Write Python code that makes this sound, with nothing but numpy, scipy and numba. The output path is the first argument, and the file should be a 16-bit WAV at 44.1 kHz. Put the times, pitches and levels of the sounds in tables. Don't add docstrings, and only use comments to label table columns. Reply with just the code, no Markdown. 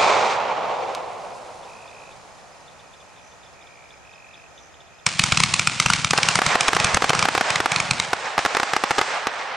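import sys
import numpy as np
from scipy import signal
from scipy.fft import rfft, irfft, next_fast_len
from scipy.io import wavfile
from scipy.ndimage import uniform_filter1d
from numba import njit

SR = 44100
rng = np.random.default_rng(int(sys.argv[2]) if len(sys.argv) > 2 else 0)


def waveform_to_disk(signal):
    frames = np.transpose(np.atleast_2d(signal))
    scaled = np.clip(frames, -1, 1) * 32767
    samples = np.round(scaled).astype(np.int16)
    wavfile.write(sys.argv[1], SR, samples)


N = 421596
TIME = np.arange(N) / SR


def undb(db):
    return 10 ** (np.asarray(db) / 20)


def unit(x):
    return x / np.sqrt(np.mean(x ** 2))


def gains(colour, size):
    hz, db = np.transpose(colour)
    bins_hz = np.fft.rfftfreq(size, 1 / SR)
    return undb(np.interp(np.log(bins_hz + 1), np.log(hz), db))


def tint(x, colour):
    size = x.shape[-1]
    return irfft(rfft(x) * gains(colour, size), size)


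def shock(colour, size=512):
    cepstrum = irfft(np.log(gains(colour, size)))
    cepstrum[1:size // 2] *= 2
    cepstrum[size // 2 + 1:] = 0
    pulse = irfft(np.exp(rfft(cepstrum)))
    return pulse / np.abs(pulse).max()


def add(track, s, sound):
    i = max(int(round(s * SR)), 0)
    part = sound[..., :max(N - i, 0)]
    track[..., i:i + part.shape[-1]] += part


def delay(x, s):
    return np.interp(TIME - s, TIME, x, left=0)


def walk(rate, size=N):
    steps = rng.standard_normal(int(size / SR * rate) + 2)
    return np.interp(TIME[:size] * rate, np.arange(len(steps)), steps)


def place(x, pan_db):
    return x * undb(np.array([[pan_db], [-pan_db]]) / 2)


def diffuse(colour, side_db, size=N):
    mid, side = tint(rng.standard_normal((2, next_fast_len(size))), colour)[:, :size]
    return unit(mid) + undb(side_db) * unit(side) * np.array([[1], [-1]])


def fade(db, fall_db_per_s, hold_s=0):
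    return undb(db - fall_db_per_s * np.maximum(TIME - hold_s, 0))


# (f/Hz, gain/dB)
BARK_COLOUR = [(100, -6), (450, -18.5), (780, -6), (1200, 5.5), (1650, -7), (2400, -44)]
CRACK_COLOUR = [(1200, -28), (1750, -10), (2400, -3.5), (3300, -7.5), (4200, -5.5), (5500, -37)]
SPIT_COLOUR = [(3300, -16), (4600, 2.5), (6400, 3), (9000, -2.5), (10300, -12.5), (11500, -59)]


def lift_crack(t, tube_hz, levels, rise_s=0.00099, decay_s=0.0018, lead_s=0.00015,
               ring_s=0.0018, front_s=0.001122):
    since_peak = t + lead_s
    swell = np.exp(-np.maximum(-since_peak / rise_s, since_peak / decay_s) ** 0.83)
    age = np.maximum(t + front_s, 0)
    ring = np.sqrt(age) * np.exp(-age / ring_s)
    pitches = (1240 * rng.uniform(.87, 1.15), tube_hz, 4600 * rng.uniform(.85, 1.3))
    colours = (BARK_COLOUR, CRACK_COLOUR, SPIT_COLOUR)
    ring_shares = (.5, .5, .2)
    out = 0
    for colour, hz, db, share in zip(colours, pitches, levels, ring_shares):
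        scatter = unit(swell * diffuse(colour, side_db=-20.5, size=len(t)))
        tone = unit(ring * np.sin(2 * np.pi * hz * age))
        part = np.sqrt(1 - share) * scatter - np.sqrt(share) * tone
        out = out + undb(db) * part / np.sqrt(np.sum(part ** 2) / (2 * SR / 100))
    return out


def sputter(cracks, count=8, latest_s=0.15, return_db=-22):
    lags = rng.uniform(0.01, latest_s, count)
    return sum(undb(return_db - 30 * lag) * np.array([delay(c, lag) for c in cracks]) for lag in lags)


# (t/s, tube ring f/Hz, bark level/dB, crack level/dB, spit level/dB, thump level/dB)
LIFT_CHARGES = [(5.066, 2270, -27.5, -17.5, -17.5, -25.5), (5.1949, 2530, -25.5, -14, -19, -20),
                (5.239, 2260, -23, -19, -18, -24.5), (5.323, 2300, -19.5, -16, -21.5, -19),
                (5.3742, 2550, -23.5, -18, -19, -24), (5.4031, 2180, -21, -19, -20.5, -22),
                (5.4369, 2180, -20.5, -15.5, -18, -21), (5.5405, 2550, -26.5, -18.5, -17.5, -25),
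                (5.5957, 2360, -24.5, -18, -21.5, -26), (5.6739, 2520, -19.5, -17, -19, -25.5),
                (5.801, 2120, -19.5, -16, -17.5, -24.5), (5.8619, 2730, -19, -17, -21.5, -21.5),
                (5.9021, 2930, -15, -20, -21, -22.5), (5.936, 2270, -25, -17.5, -19.5, -27),
                (6.0471, 2300, -21.5, -19, -22.5, -24), (6.1093, 2490, -25, -19.5, -19.5, -25),
                (6.178, 2700, -25, -19.5, -21.5, -23), (6.2322, 2270, -27, -17.5, -21, -29.5),
                (6.2879, 2810, -22, -16.5, -18.5, -27), (6.3564, 2090, -19.5, -20, -19, -24),
                (6.465, 2170, -20, -20.5, -20, -23.5), (6.609, 2400, -25, -18.5, -19, -32),
                (6.683, 2480, -19, -19.5, -22.5, -33), (6.7505, 2800, -24, -27, -25, -24.5),
                (6.801, 2570, -28, -21, -24, -26), (6.846, 2500, -21, -19.5, -19, -23.5),
                (6.946, 2080, -20.5, -20.5, -19.5, -23), (7.0954, 2380, -22, -20, -23, -21.5),
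                (7.1511, 2530, -21.5, -29, -26.5, -28), (7.1928, 2390, -24, -22.5, -22.5, -30),
                (7.227, 2320, -20, -20.5, -24, -26), (7.5046, 2490, -30, -22, -25, -30),
                (7.5587, 2010, -25, -19, -26.5, -31), (7.7195, 2260, -28, -21, -26, -29),
                (7.762, 2510, -26.5, -19.5, -25, -27), (7.8022, 2260, -27, -20.5, -24.5, -27.5),
                (7.911, 2390, -25, -18, -20.5, -22.5), (8.0003, 2130, -26, -20.5, -22, -35)]


def launches(shot_db=1, thump_db=2.5, thump_hz=145, thump_lag_s=0.0065, thump_width_s=0.0046):
    cracks, thumps = np.zeros((2, N)), np.zeros(N)
    t = (np.arange(2048) - 512) / SR
    late = t - thump_lag_s
    for s, tube_hz, bark_db, crack_db, spit_db, low_db in LIFT_CHARGES:
        crack = lift_crack(t, tube_hz, (bark_db, crack_db, spit_db))
        add(cracks, s + t[0], undb(shot_db) * crack)
        pitch = thump_hz * (1 + 0.03 * rng.standard_normal())
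        tube = np.cos(2 * np.pi * pitch * late) / (1 + (late / thump_width_s) ** 4)
        add(thumps, s + t[0], undb(low_db + thump_db) * tube)
    cracks = cracks + undb(-14) * np.array([delay(c, 0.024) for c in cracks])
    cracks = cracks + sputter(cracks)
    thumps = thumps + undb(-8.0) * delay(thumps, 0.086)
    return place(cracks, pan_db=-0.2) + place(thumps, pan_db=4.0)


# (t/s, level/dB, rolling echo level/dB)
STARS = [(6.1344, 4.5, 7), (6.1854, 5, 2), (6.3898, 7.5, 13), (6.4182, 5.5, 8.5), (6.555, 7, 9),
         (6.6876, 6, 10.5), (6.7323, 4, 2), (6.7662, 3.5, 10.5), (6.9711, 5.5, 4.5), (7.022, -3, -5),
         (7.043, -2.5, 7), (7.1036, 5, 7), (7.133, -2, 0), (7.2545, 4, 3), (7.2866, 4, 4), (7.351, -2.5, 9),
         (7.3783, 2.5, 8), (7.4106, 3, -8), (7.6032, 2.5, 7.5), (7.659, 3.5, 0), (8.1321, 0.5, 6),
         (8.3799, 1, 2.5), (8.3907, -3, 6), (8.4509, -3, -19), (8.4605, -3, -19), (8.5497, -4.5, -9),
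         (8.569, 1, 4.5), (8.5997, -3.5, -7), (8.632, -3.5, -11), (8.7352, -3, 2), (8.765, -1.5, -4),
         (8.838, 1.5, 2), (8.9083, 1.5, 1.5), (8.9141, -4, -4), (8.983, -3.5, 6), (8.9855, -5.5, -1),
         (8.9903, -3.5, -5), (9.014, -2, 5.5), (9.2704, -3, 1)]
# (f/Hz, gain/dB)
REPORT_COLOUR = [(40, -16.5), (170, -4.5), (420, -3), (780, 2), (1250, 2.5), (2000, -2.5), (3000, -7.5),
                 (6000, -12.5), (9000, -20), (11500, -76)]


def reports(report_db=4.5, ground_ms=2.42, ground_spread_ms=0.15, bounce_db=-3.5,
            fence_db=-12.0, fence_ms=3.97, scatter_db=-29.0, scatter_s=0.002):
    out = np.zeros((2, N))
    pulse = -shock(REPORT_COLOUR)
    dull = signal.sosfilt(signal.butter(1, 2600, fs=SR, output="sos"), pulse)
    t = np.arange(1024) / SR
    scatter_swell = t / scatter_s * np.exp(2 - t / scatter_s)
    for s, db, _ in STARS:
        size = undb(db + report_db)
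        ground_s = (ground_ms + ground_spread_ms * rng.standard_normal()) / 1000
        fence_s = (fence_ms + 0.29 * rng.standard_normal()) / 1000
        scatter = scatter_swell * diffuse(REPORT_COLOUR, side_db=-9.0, size=len(t))
        add(out, s, size * pulse)
        add(out, s + ground_s, size * undb(bounce_db) * dull)
        add(out, s + fence_s, size * undb(fence_db) * dull)
        add(out, s, size * undb(scatter_db) * scatter)
    return place(out, pan_db=-0.5)


# (f/Hz, gain/dB)
TREELINE_COLOUR = [(60, -38), (300, -6.5), (700, -15.5), (1500, -12), (4000, -1), (8500, 1.5),
                   (11000, -2.5)]


def treeline(bangs, echo_db=-8.0, gap_s=0.003, peak_s=0.11, grain_db=3):
    t = np.arange(SR) / SR
    late = np.maximum(t - gap_s, 0) / peak_s
    trunks = undb(grain_db * np.repeat(rng.standard_normal(SR // 50), 50))
    swell = (late * np.exp(1 - late)) ** 2
    response = diffuse(TREELINE_COLOUR, side_db=-9.0, size=SR) * trunks * swell
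    response /= np.sqrt(np.sum(response ** 2) / 2)
    echo = signal.fftconvolve(bangs.mean(axis=0)[None], response, axes=1)[:, :N]
    return place(undb(echo_db) * echo, pan_db=-1.5)


# (t/s, level/dB, decay/s)
QUICK_ANSWERS = [(5.067, -20, 0.011), (6.139, -22, 0.063), (6.19, -28, 0.045), (6.394, -24, 0.042),
                 (6.424, -24, 0.07), (8.396, -28, 0.066)]
# (f/Hz, gain/dB)
NEAR_ROLL_COLOUR = [(50, -50), (150, -20), (300, -21), (480, -3.5), (600, -2.5), (800, 1.5), (1250, -0.5),
                    (1800, -3), (2350, -5.5), (3200, -11.5), (6000, -23.5), (11000, -72)]
HISS_COLOUR = [(300, -14), (700, 0), (1200, 2.5), (1800, 2), (2350, 5.5), (3300, 2.5), (5000, 0),
               (7000, -2), (9300, -9), (10500, -21), (11400, -75)]


def near_answers(roll_db=-2, hiss_db=-3):
    level = np.zeros(N)
    for s, db, decay_s in QUICK_ANSWERS:
        add(level, s, undb(db) * np.exp(-TIME[:SR] / decay_s))
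    roll = undb(roll_db) * diffuse(NEAR_ROLL_COLOUR, side_db=-10)
    hiss = undb(hiss_db) * diffuse(HISS_COLOUR, side_db=-8)
    return level * (roll + hiss)


def afterglow(bangs, echo_db, gap_s, rise_s, fall_db_per_s, share):
    late = np.maximum(TIME[:3 * SR] - gap_s, 0)
    shape = (1 - np.exp(-late / rise_s)) * undb(-fall_db_per_s * late)
    usual_db = np.mean([db for s, db in bangs])
    power = np.zeros(N)
    for s, db in bangs:
        add(power, s, (undb(echo_db + share * (db - usual_db)) * shape) ** 2)
    return np.sqrt(power)


# (f/Hz, gain/dB)
RUMBLE_COLOUR = [(25, -29), (60, -15), (110, -4), (165, -1.5), (240, -6), (350, -14.5), (700, -69),
                 (3000, -81)]


def land_echo(roll, hiss, rumble, roll_colour, hiss_colour, flutter_db, grain_db):
    returns = flutter_db * (walk(45) + walk(300)) / 2
    out = place(diffuse(roll_colour, side_db=-7.5), pan_db=-2.5) * roll * undb(returns)
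    grains = undb(returns + grain_db * walk(500))
    out += place(diffuse(hiss_colour, side_db=-10.5), pan_db=-1.0) * hiss * grains
    return out + place(diffuse(RUMBLE_COLOUR, side_db=-11.0), pan_db=3.0) * rumble


def new_echo():
    cracks = [(s, (crack_db + spit_db) / 2) for s, *_, crack_db, spit_db, _ in LIFT_CHARGES]
    thumps = [(s, db) for s, *_, db in LIFT_CHARGES]
    stars = [(s, db) for s, _, db in STARS]
    hiss = afterglow(cracks, echo_db=-32.0, gap_s=0.00064, rise_s=0.018, fall_db_per_s=62, share=1.85)
    rumble = afterglow(thumps, echo_db=-41.5, gap_s=0.0027, rise_s=0.011, fall_db_per_s=61, share=1.0)
    launch_roll = afterglow(cracks, echo_db=-52.5, gap_s=.015, rise_s=0.1, fall_db_per_s=7, share=0.52)
    near_roll = afterglow(stars, echo_db=-24, gap_s=0.079, rise_s=0.062, fall_db_per_s=113, share=1.16)
    far_roll = afterglow(stars, echo_db=-37, gap_s=0.055, rise_s=0.22, fall_db_per_s=8.5, share=0.06)
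    roll = np.sqrt(launch_roll ** 2 + near_roll ** 2 + far_roll ** 2)
    return land_echo(roll, hiss, rumble, NEAR_ROLL_COLOUR, HISS_COLOUR, flutter_db=1.4, grain_db=2.5)


def hill_echo(hill_db=-28.0, peak_s=0.74, rise_s=0.33, fall_db_per_s=19):
    colour = [(200, -29), (500, 2.5), (730, 5), (1050, -1), (1800, -78)]
    swell = np.exp(np.minimum(TIME - peak_s, 0) / rise_s) * fade(hill_db, fall_db_per_s, peak_s)
    return diffuse(colour, side_db=-4.5) * swell * undb(walk(43.9))


# (t/s, level/dB)
OLD_HISS_LEVEL = [(0, -22.5), (0.12, -27), (0.23, -30), (0.32, -30.5), (0.4, -42.5), (0.62, -47.5),
                  (0.9, -45.5), (1.3, -70), (2.2, -90)]
# (f/Hz, gain/dB)
OLD_CRACKLE_COLOUR = [(300, -37), (700, -6), (1200, 5), (1750, -3), (2300, 9), (3000, -3), (3700, 1),
                      (5000, -3), (7000, -6.5), (9000, -16.5), (10500, -39), (11400, -69)]
# (f/Hz, gain/dB)
FAR_ROLL_COLOUR = [(30, -59), (100, -34), (310, -18.5), (480, -6.5), (870, -1), (1150, -5.5), (1700, -17.5),
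                   (2400, -16), (3500, -23.5), (7000, -38.5), (11000, -85)]


def old_echo(start_share=0.76, swell_s=0.042):
    near_roll = fade(-16.0, fall_db_per_s=19.5, hold_s=0.055)
    late_roll = fade(-45.0, fall_db_per_s=4.0, hold_s=0.99)
    roll = np.hypot(near_roll, late_roll)
    hiss = undb(np.interp(TIME, *np.transpose(OLD_HISS_LEVEL)))
    rumble = np.hypot(fade(-43.0, fall_db_per_s=18.5, hold_s=.1), fade(-59.5, fall_db_per_s=3, hold_s=1.3))
    swell = np.interp(TIME, [0, swell_s], [start_share, 1])
    echo = land_echo(roll, hiss, rumble, FAR_ROLL_COLOUR, OLD_CRACKLE_COLOUR, flutter_db=1.9, grain_db=1.0)
    return swell * echo + hill_echo()


# (f/Hz, gain/dB)
SIZZLE_COLOUR = [(800, 6.5), (2400, -10), (4000, 5.5), (6500, 3), (10000, -3.5), (12000, -19)]


def sparks(sizzle_db=-52, peak_s=1.34, fall_db_per_s=5):
    glow = np.minimum(TIME / peak_s, 1) * fade(sizzle_db, fall_db_per_s, peak_s)
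    return place(diffuse(SIZZLE_COLOUR, side_db=-14), pan_db=-0.5) * glow * undb(1.5 * walk(200))


def pulsed_calls(calls, glide, duty, rasp):
    out = np.zeros(N)
    for s, length, hz, rate, db in calls:
        t = np.arange(int(length * SR)) / SR
        cycle = (t * rate + .02 * walk(25, size=len(t))) % 1 - .5
        pitch = hz * (1 + glide * cycle + rasp * rng.standard_normal(len(t)))
        tone = np.sin(2 * np.pi * np.cumsum(pitch) / SR)
        swell = np.sqrt(np.clip(np.minimum(t / .09, (length - t) / .06) / length, 0, 1))
        level = undb(db + 0.36 * walk(40, size=len(t)))
        add(out, s, level * swell * np.exp(-(cycle / duty) ** 2) * tone)
    return out


# (t/s, length/s, f/Hz, pulse rate/Hz, level/dB)
FROG_TRILLS = [(1.655, 0.47, 2515, 56, -41), (2.8, 0.5, 2450, 59, -51), (3.55, 0.43, 2355, 60, -45),
               (4.019, 0.46, 2520, 46, -42), (4.9, 0.27, 2500, 65, -51)]


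def tree_frogs(chorus_hz=2450, chorus_db=-56):
    chorus = [(s, .5, chorus_hz * rng.uniform(0.93, 1.04), rng.uniform(48.3, 69), chorus_db)
              for s in np.arange(0, N / SR, .3)]
    return pulsed_calls(FROG_TRILLS + chorus, glide=0.308, duty=0.14, rasp=0.11)


# (t/s, level/dB)
SMALL_FROGS = [(1.626, -52), (1.874, -51), (2.109, -50), (2.376, -57), (2.674, -50), (2.79, -51),
               (2.931, -53.5), (2.997, -53), (3.158, -54), (3.181, -54), (3.312, -55), (3.426, -51),
               (3.457, -53), (3.609, -53.5), (3.664, -53.5), (3.9, -52), (4.125, -52.5), (4.335, -46.5),
               (4.574, -48), (4.737, -52), (4.8, -53), (4.862, -54), (4.983, -51)]


def frog_chirps(chirp_db=-0.5, peak_s=0.0092, throb_hz=85, throb=0.26):
    swell = np.zeros(N)
    t = np.arange(SR // 10) / SR
    puff = (t / peak_s * np.exp(1 - t / peak_s)) ** 2 * (1 - throb * np.cos(2 * np.pi * throb_hz * t))
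    for s, db in SMALL_FROGS:
        add(swell, s, undb(db + chirp_db) * puff)
    throat = [(2400, -45), (3000, -9), (3300, -11.0), (3520, 2), (3800, -8), (4200, -32), (5000, -50)]
    return swell * unit(tint(rng.standard_normal(N), throat))


def cricket(song_hz=5130, song_db=-57.5, count=4):
    first_s, period_s, gap_s, note_s, sag_hz_per_s = .11, .22, .042, .008, 17000
    out = np.zeros(N)
    t = (np.arange(2048) - 1024) / SR
    note = np.exp(-(t / note_s) ** 2) * np.sin(2 * np.pi * (song_hz - sag_hz_per_s * t / 2) * t)
    for s in np.arange(first_s, N / SR, period_s):
        for k in range(count):
            add(out, s + k * gap_s + t[0], undb(song_db + 2 * rng.standard_normal()) * note)
    return out


# (t/s, length/s, f/Hz, pulse rate/Hz, level/dB)
INSECT_BUZZES = [(3.22, 0.13, 6050, 80, -53), (4.56, 0.13, 6100, 85, -51.5)]


def insect_buzzes():
    return pulsed_calls(INSECT_BUZZES, glide=-0.22, duty=.3, rasp=0.1)


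def wildlife(trees_db=-12):
    calls = tree_frogs() + frog_chirps() + cricket() + insect_buzzes()
    t = np.arange(SR // 2) / SR
    trees = rng.standard_normal((2, len(t))) * np.exp(-t / 0.087)
    trees /= np.sqrt(np.sum(trees[0] ** 2))
    tail = signal.fftconvolve(calls[None], trees, axes=1)[:, :N]
    return place(calls, pan_db=-1.5) + undb(trees_db) * tail


# (f/Hz, gain/dB)
NIGHT_COLOUR = [(25, -8), (70, 7), (165, 4), (250, -1.5), (700, 10), (1000, 2.5), (1400, 4), (2000, 0.5),
                (2500, -1.5), (4200, -9), (5600, -9.5), (6700, -4), (7800, -14.5), (12000, -25.5)]


def night_air(air_db=-51.5):
    return place(diffuse(NIGHT_COLOUR, side_db=-1), pan_db=-1) * undb(air_db + .5 * walk(3.08))


def dry_tick(tick_s=0.95, tick_db=-12):
    out = np.zeros(N)
    tick = -shock([(300, -22), (1500, -4), (4000, 4.5), (8000, -6), (12000, -14.5)])
    add(out, tick_s, undb(tick_db) * tick)
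    add(out, tick_s + 0.0039, undb(tick_db - 8) * tick)
    return out


# (f/Hz, rms level/dB)
CAMERA_TONES = [(680, -67.5), (1274, -65.5), (1873, -67)]


def camera_whine():
    return sum(undb(db) * np.sqrt(2) * np.sin(2 * np.pi * hz * TIME) for hz, db in CAMERA_TONES)


def scene():
    bangs = reports()
    salvo = launches() + near_answers() + bangs + treeline(bangs) + new_echo()
    background = night_air() + wildlife() + dry_tick() + camera_whine()
    return old_echo() + sparks() + background + salvo


# (f/Hz, side gain/dB)
SIDE_COLOUR = [(40, 6.5), (250, 3.5), (500, -3.5), (1100, -2), (2500, -1), (5000, 0), (10000, 2)]


def microphones(sound):
    mid = (sound[0] + sound[1]) / 2
    side = tint((sound[0] - sound[1]) / 2, SIDE_COLOUR)
    return np.array([mid + side, mid - side])


@njit
def follow(size, release):
    out, held = np.empty(len(size)), 0.
    for i in range(len(size)):
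        held = max(size[i], held * release)
        out[i] = held
    return out


def record(dry):
    ceiling, release_s, top_hz = 1.4, .06, 12000
    dry = microphones(dry)
    peaks = follow(np.abs(dry).max(axis=0), np.exp(-1 / (release_s * SR)))
    gain = uniform_filter1d(np.minimum(1, ceiling / (peaks + 1e-9)), size=16)
    limited = np.clip(dry * gain, -.9, .9)
    low_pass = signal.ellip(8, .1, 70, top_hz, fs=SR, output="sos")
    return signal.sosfiltfilt(low_pass, limited)


dry = scene()
out = record(dry)
waveform_to_disk(out)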